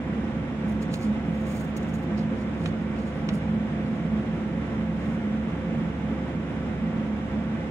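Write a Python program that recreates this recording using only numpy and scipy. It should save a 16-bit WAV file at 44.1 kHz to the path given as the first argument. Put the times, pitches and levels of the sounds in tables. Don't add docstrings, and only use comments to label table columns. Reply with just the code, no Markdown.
import sys
import numpy as np
from scipy import signal
from scipy.fft import rfft, irfft, next_fast_len
from scipy.io import wavfile
from scipy.ndimage import uniform_filter1d

SR = 44100
rng = np.random.default_rng(int(sys.argv[2]) if len(sys.argv) > 2 else 0)


def pcm_store(signal):
    levels = np.round(np.clip(np.atleast_2d(signal), -1, 1) * 32767)
    wavfile.write(sys.argv[1], SR, levels.astype(np.int16).T)


def ratio_of_db(decibels):
    return 10 ** (np.asarray(decibels, float) / 20)


N = 339614


def evened(x):
    return x / np.sqrt(np.mean(x ** 2) + 1e-20)


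def read(points, hz):
    point_hz, value = np.transpose(points)
    return np.interp(np.log(hz + 1), np.log(point_hz + 1), value)


def slow(rate_hz, size=N):
    t = np.arange(0, size + 256, 256) / SR
    wave = sum(np.sin(2 * np.pi * (hz * t + rng.random())) / np.sqrt(hz)
               for hz in np.geomspace(rate_hz / 8, rate_hz, 20))
    return np.interp(np.arange(size) / SR, t, evened(wave))


def coloured(x, points):
    size = next_fast_len(x.shape[-1])
    gain = ratio_of_db(read(points, np.fft.rfftfreq(size, 1 / SR)))
    return irfft(rfft(x, size) * gain, size)[..., :x.shape[-1]]


SHAFT_HZ, MAINS_HZ, SLOT_HZ = 23.855, 100.0, 491.2
MAINS_DB, SLOT3_DB, SLOT4_DB = -48, -72.5, -66.5
SHAFT_ORDERS = [3, 6, 7, 9, 12, 15, 21, 22, 23, 26]
# level_db, waver_db
SHAFT_LEVELS = [(-41, 1.5), (-44.5, 3), (-45, 6), (-38, 0.5), (-46, 0), (-56.5, 3), (-54.5, -0.5),
                (-46.5, 2), (-58, 4), (-74, 7.5)]


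def motor():
    t = np.arange(N) / SR
    turns = SHAFT_HZ * t + 0.0023 * slow(3.0)
    tones = [(order * turns, db, waver_db) for order, (db, waver_db) in zip(SHAFT_ORDERS, SHAFT_LEVELS)]
    tones.append((MAINS_HZ * t, MAINS_DB, 2.0))
    tones.append((3 * SLOT_HZ * t, SLOT3_DB, 2.0))
    tones.append((4 * SLOT_HZ * t, SLOT4_DB, 2.0))
    out = np.zeros(N)
    for cycles, db, waver_db in tones:
        strength = np.sqrt(2) * ratio_of_db(db + waver_db * slow(12.0))
        out += strength * np.sin(2 * np.pi * (cycles + rng.random()))
    return out


# pitch_hz, width_hz
CASING_MODES = [
    (167.1, 8.2),
    (215.8, 7.4),
]
# peak_s, level_db, half_length_s
LOW_SURGES = [(0.065, -35, 0.047), (0.207, -36, 0.13), (0.92, -29.5, .06), (1.286, -27, 0.041),
              (1.604, -32, 0.13), (1.954, -36, 0.18), (2.215, -30, 0.035), (2.606, -33.5, .12),
              (2.853, -33, 0.075), (3.323, -27.5, .12), (3.57, -32.5, .1), (3.782, -32, 0.12),
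              (4.048, -43, 0.052), (4.348, -31.5, 0.051), (4.554, -32.5, 0.15), (4.94, -36, 0.29),
              (5.523, -34.5, .05), (5.68, -28, 0.043), (5.847, -28, 0.083), (6.05, -34, 0.12),
              (6.23, -33.5, 0.049), (6.37, -35, 0.071), (6.65, -41, 0.053), (6.982, -30, 0.11),
              (7.2, -36, 0.087), (7.542, -33.5, 0.2)]
# peak_s, level_db, half_length_s
HIGH_SURGES = [(0.101, -24.5, 0.026), (.19, -25, 0.017), (.7, -29.5, 0.23), (1.1, -25.5, 0.095),
               (1.45, -32, 0.17), (2.14, -32, 0.4), (2.419, -28.5, 0.035), (2.7, -29, 0.061),
               (2.9, -31.5, 0.051), (3.2, -38, 0.18), (3.359, -28, 0.073), (3.58, -29, 0.18),
               (3.8, -34.5, 0.15), (3.98, -35, .1), (4.14, -29, 0.28), (4.42, -33.5, 0.066),
               (4.8, -30.5, 0.18), (5.1, -31.5, .2), (5.31, -30, 0.2), (5.49, -25.5, 0.043),
               (5.77, -27, .05), (5.9, -33, 0.037), (6.08, -29, 0.12), (6.38, -31, 0.16),
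               (6.87, -30.5, 0.13), (7.14, -27, 0.098), (7.379, -31.5, 0.095), (7.56, -32, 0.084)]
SURGE_FALL_DB, CALM_DB = 11.5, -41.5
SURGE_ROUND = 1.23


def casing():
    t, out = np.arange(N) / SR, np.zeros(N)
    coarse_s = t[::64]
    for (hz, width_hz), surges in zip(CASING_MODES, (LOW_SURGES, HIGH_SURGES)):
        r = np.exp(-np.pi * width_hz / SR)
        ring = [1, 1j] @ rng.standard_normal((2, N))
        for pole in (r, r ** 3):
            ring = signal.lfilter([1 - pole], [1, -pole], ring)
        ring /= np.sqrt(uniform_filter1d(abs(ring) ** 2, 1500)) + 1e-9
        power = ratio_of_db(2 * CALM_DB)
        for peak_s, db, half_s in surges:
            fall_db = SURGE_FALL_DB * (abs(coarse_s - peak_s) / half_s) ** SURGE_ROUND
            power = power + ratio_of_db(2 * (db - fall_db))
        tone = evened((ring * np.exp(2j * np.pi * hz * t)).real)
        out += np.interp(t, coarse_s, np.sqrt(power)) * tone
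    return out


# freq_hz, density_db_per_hz
RUSH_LOW = [(25, -35.5), (40, -32.5), (52, -18.5), (85, -19), (110, -12), (190, -11), (240, -7),
            (285, -12.5), (305, -16), (355, -14), (380, -21.5), (560, -23), (680, -26), (900, -30)]
# freq_hz, density_db_per_hz
RUSH_HIGH = [(1000, -31.5), (1250, -34), (1650, -33), (2200, -36), (2600, -36), (3600, -43), (4300, -53.5),
             (6000, -57), (7500, -58.5), (10000, -64.5), (11500, -75.5), (12500, -77), (14600, -85),
             (15800, -84)]
# pitch_hz, width_hz, lift_db
PIPES = [(447, 55, 3.5), (695, 72, 5), (842, 50, 5.5), (966, 88, 4), (1108, 55, 5.5), (1165, 60, 3.5),
         (1337, 170, 6), (1528, 82, 5), (1780, 150, 3), (1952, 110, 4.5), (2133, 110, 5.5), (2337, 97, 4.5),
         (5330, 1200, 4.5), (6550, 500, 4), (9600, 900, 3.5), (14000, 1200, 2.5)]
RUSH_DB = -32


def rush():
    hz = np.geomspace(20, 20000, num=1500)
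    lift_db = sum(db / (1 + (2 * (hz - pipe_hz) / width_hz) ** 2) for pipe_hz, width_hz, db in PIPES)
    spectrum_db = read([*RUSH_LOW, *RUSH_HIGH], hz) + lift_db
    noise = coloured(rng.standard_normal((2, N)), np.transpose([hz, spectrum_db]))
    breath_db = 0.073 * slow(2.7) + 0.5 * slow(16.0)
    return ratio_of_db(RUSH_DB + breath_db) * evened(noise)


# freq_hz, density_db_per_hz
SHEEN = [(9000, -65), (11000, -33), (11900, -12.5), (12900, 0.5), (14200, -5.5), (15700, -1.5)]


def hits(rows, t60_s):
    out, u = np.zeros((2, N)), np.arange(4000) / SR
    fall_db = 60 * u / t60_s
    decay = ratio_of_db(-fall_db) + 0.53 * ratio_of_db(-fall_db / 4)
    for start_s, peak_db, hz, sheen_db, knock_db in rows:
        burst = rng.standard_normal((2, len(u)))
        bright = evened(coloured(burst, [(hz / 3, -30), (hz / 1.27, -10), (hz, 0), (hz * 1.18, -11),
                                         (hz * 1.7, -22), (hz * 2.4, -70)]))
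        knock = evened(coloured(burst, [(500, -29.5), (1100, -4.5), (1800, -4), (2800, -3.0),
                                        (4100, -8.0), (5200, -26), (8000, -81)]))
        sheen = evened(coloured(burst, SHEEN))
        body = bright + ratio_of_db(knock_db) * knock + ratio_of_db(sheen_db + 13.0) * sheen
        shape = (1 - np.exp(-u / 0.00062)) * ratio_of_db(peak_db - 5.5) * decay
        part = out[:, round(start_s * SR):][:, :len(u)]
        part += (shape * body)[:, :part.shape[1]]
    return out


# start_s, peak_db, pitch_hz, sheen_db
SNAPS = [(0.2418, -53.5, 5700, -35), (0.6789, -60, 4830, -13), (0.7194, -52, 6750, -14),
         (0.828, -48, 7220, -18), (0.8544, -54, 6170, -31), (1.0114, -48, 6520, -19),
         (1.348, -56, 6790, -16), (1.4641, -53, 7000, -16), (1.511, -49, 6970, -19),
         (1.765, -41, 6640, -16), (1.8292, -48, 6560, -32), (1.8924, -51, 6420, -19),
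         (1.939, -46, 6700, -16), (2.0344, -60, 5260, -7), (3.8621, -54, 4770, -28),
         (4.1694, -61, 5310, -24), (4.5344, -59, 4910, -19)]
SNAP_T60_S, SNAP_KNOCK_DB = 0.022, -3.5


def snaps():
    return hits([(*row, SNAP_KNOCK_DB) for row in SNAPS], SNAP_T60_S)


# freq_hz, density_db_per_hz
GRIT = [(4000, -38), (5500, -17), (6100, -12.5), (6650, 0.5), (7300, -6), (8200, -8.5), (9200, -6),
        (10000, -20), (11500, -38.5)]
# freq_hz, density_db_per_hz
SCRAPE = [(3000, -27), (4200, 3), (5300, -2.5), (6200, -14), (8000, -35)]
# freq_hz, density_db_per_hz
SIZZLE = [(8500, -23), (9800, 2), (10800, -0.5), (11600, -11), (13000, -29.5)]
# peak_s, rise_s, fall_s, level_db
SCRAPES = [(.829, 0.032, 0.029, -56), (.943, .045, 0.06, -51), (1.04, 0.1, 0.077, -57),
           (2.41, .06, .12, -70.5), (2.6, .1, .1, -71), (2.668, 0.099, 0.058, -58.5), (2.82, .07, .09, -74),
           (3.0, 0.064, .2, -75), (3.07, .08, .08, -65), (3.19, 0.24, .09, -68.5), (3.46, 0.091, .5, -78),
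           (3.96, 0.19, .13, -71), (4.078, .02, .04, -75), (4.362, .1, .1, -76), (4.59, .2, .02, -77),
           (5.045, .2, .2, -72)]
# peak_s, rise_s, fall_s, level_db
SLIDES = [
    (1.4, .2, .2, -67),
    (1.514, 0.12, .06, -56.5),
    (1.572, 0.11, 0.16, -55),
    (1.772, 0.012, 0.018, -50),
    (1.8, .02, 0.22, -69),
    (1.89, .04, 0.056, -67),
    (1.95, 0.033, .07, -61),
    (2.04, .1, .04, -69),
    (5.14, .2, .05, -71),
]
# peak_s, rise_s, fall_s, level_db
TWISTS = [
    (.69, .02, 0.078, -66),
    (3.35, 0.033, .05, -56.5),
]
# peak_s, rise_s, fall_s, level_db
RASPS = [
    (2.18, .015, 0.074, -63.5),
    (2.39, .03, 0.073, -74.5),
    (2.985, .03, .06, -73),
]
# sheen_db, scrape_db, sizzle_db
SCRAPE_MIX = (-10, 0.67, -20.5)
# sheen_db, scrape_db, sizzle_db
SLIDE_MIX = (-2, -5.5, -16)
# sheen_db, scrape_db, sizzle_db
TWIST_MIX = (-8, 0, -2.2)
# sheen_db, scrape_db, sizzle_db
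RASP_MIX = (-13, 13, -17)
STROKE_FALL_DB = 22.5
STROKE_ROUND = 1.34


def drags():
    t, out = np.arange(N) / SR, np.zeros((2, N))
    crackle_db = 2.5 * np.minimum(rng.exponential(1, N // 16 + 1), 4)
    crackle = ratio_of_db(crackle_db).repeat(16)[:N]
    grains = rng.standard_normal((2, N)) * crackle * ratio_of_db(2.0 * slow(120.0))
    grit, *others = (evened(coloured(grains, colour)) for colour in (GRIT, SHEEN, SCRAPE, SIZZLE))
    kinds = ((SCRAPES, SCRAPE_MIX), (SLIDES, SLIDE_MIX), (TWISTS, TWIST_MIX), (RASPS, RASP_MIX))
    for strokes, mix_db in kinds:
        power = np.zeros(N)
        for peak_s, rise_s, fall_s, db in strokes:
            distance = np.maximum((peak_s - t) / rise_s, (t - peak_s) / fall_s)
            power += ratio_of_db(2 * (db - STROKE_FALL_DB * distance ** STROKE_ROUND))
        colour = grit + sum(ratio_of_db(db) * part for db, part in zip(mix_db, others))
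        out += np.sqrt(power) * colour
    return out


# start_s, peak_db, pitch_hz, sheen_db, knock_db
TAPS = [
    (0.9394, -35, 6700, -28, 7.5),
    (2.658, -40.5, 6400, -35, 16),
    (3.2884, -37, 5800, -38, 11),
]
TAP_T60_S = 0.017


def taps():
    return hits(TAPS, TAP_T60_S)


def ports(pair, same_by_hz, turn_by_hz, tilt_by_hz):
    size = next_fast_len(N)
    hz = np.fft.rfftfreq(size, 1 / SR)
    left, stray = rfft(pair, size)
    same = read(same_by_hz, hz)
    tilt = ratio_of_db(read(tilt_by_hz, hz) / 2)
    right = (same * left + np.sqrt(1 - same ** 2) * stray) * np.exp(1j * read(turn_by_hz, hz))
    return irfft(np.array([left * tilt, right / tilt]), size)[:, :N]


# freq_hz, likeness_0_to_1
RUSH_SAME = [(60, .95), (300, .95), (640, .66), (1100, .3), (1500, .08), (1750, .42), (2200, .56),
             (2800, .28), (3600, .15), (5200, .28), (7000, .1), (15000, .1)]
# freq_hz, phase_rad
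RUSH_TURN = [(60, 0), (1400, -.3), (1700, -1.2), (2200, -1.4), (2800, -2.3), (3500, -3), (4000, -4.4),
             (5000, -3), (6500, -3.8), (7600, -3), (9000, -3.3), (15000, -6)]
# freq_hz, difference_db
RUSH_TILT = [(60, -1.2), (200, -2), (2000, -2.3), (2750, -3.9), (3450, -6.3), (4150, -4.9), (4800, 0),
             (6200, 1), (6900, -6.8), (7600, -8.8), (8300, -3.9), (9650, .9), (11400, 12.5), (13800, 0)]
# freq_hz, likeness_0_to_1
SHOE_SAME = [(1000, .7), (15000, .6)]
# freq_hz, phase_rad
SHOE_TURN = [(1000, .2), (1700, 1.8), (2750, 3.1), (3800, 3.3), (4800, 4), (5800, 5.6), (6900, 6.3),
             (7900, 8.1), (10500, 8.3), (13000, 7.5), (16000, 8)]
# freq_hz, difference_db
SHOE_TILT = [(1000, -2), (3000, -5), (4800, 1), (6000, 0), (7500, -3), (9000, -9), (10000, -6), (11000, 0),
             (13000, -2), (15500, -4)]


def scene():
    tones = (motor() + casing()) * ratio_of_db([[-1.1], [1.1]])
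    water_air = ports(rush(), RUSH_SAME, RUSH_TURN, RUSH_TILT)
    shoes = ports(snaps() + drags() + taps(), SHOE_SAME, SHOE_TURN, SHOE_TILT)
    return tones + water_air + shoes


def roll_off(x):
    return signal.sosfilt(signal.butter(12, 15890, fs=SR, output="sos"), x)


EDGE_HZ = 15740


def record(dry):
    hz, t, z = signal.stft(dry, SR, nperseg=1024, noverlap=512)
    patches = rng.random((len(t) // 2 + 1, len(hz) // 6 + 1))
    patches = patches.repeat(2, 0).repeat(6, 1)[:len(t), :len(hz)].T
    chance = np.interp(hz, [3500, 4500, 9000, 12000, 15500], [0, .03, .04, .14, .2])[:, None]
    dropout = np.where(patches < chance, ratio_of_db(-18.5), 1)
    flicker_db = np.interp(hz, [8000, 12500], [0, 1.8])[:, None] * rng.standard_normal(len(t))
    z = z * ratio_of_db(flicker_db) * dropout * (hz < EDGE_HZ)[:, None]
    thinned = signal.istft(z, SR, nperseg=1024, noverlap=512)[1][:, :N]
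    fade_in = np.minimum(np.arange(N) / SR / 0.0012, 1)
    return roll_off(thinned * fade_in)


dry = scene()
out = record(dry)
pcm_store(out)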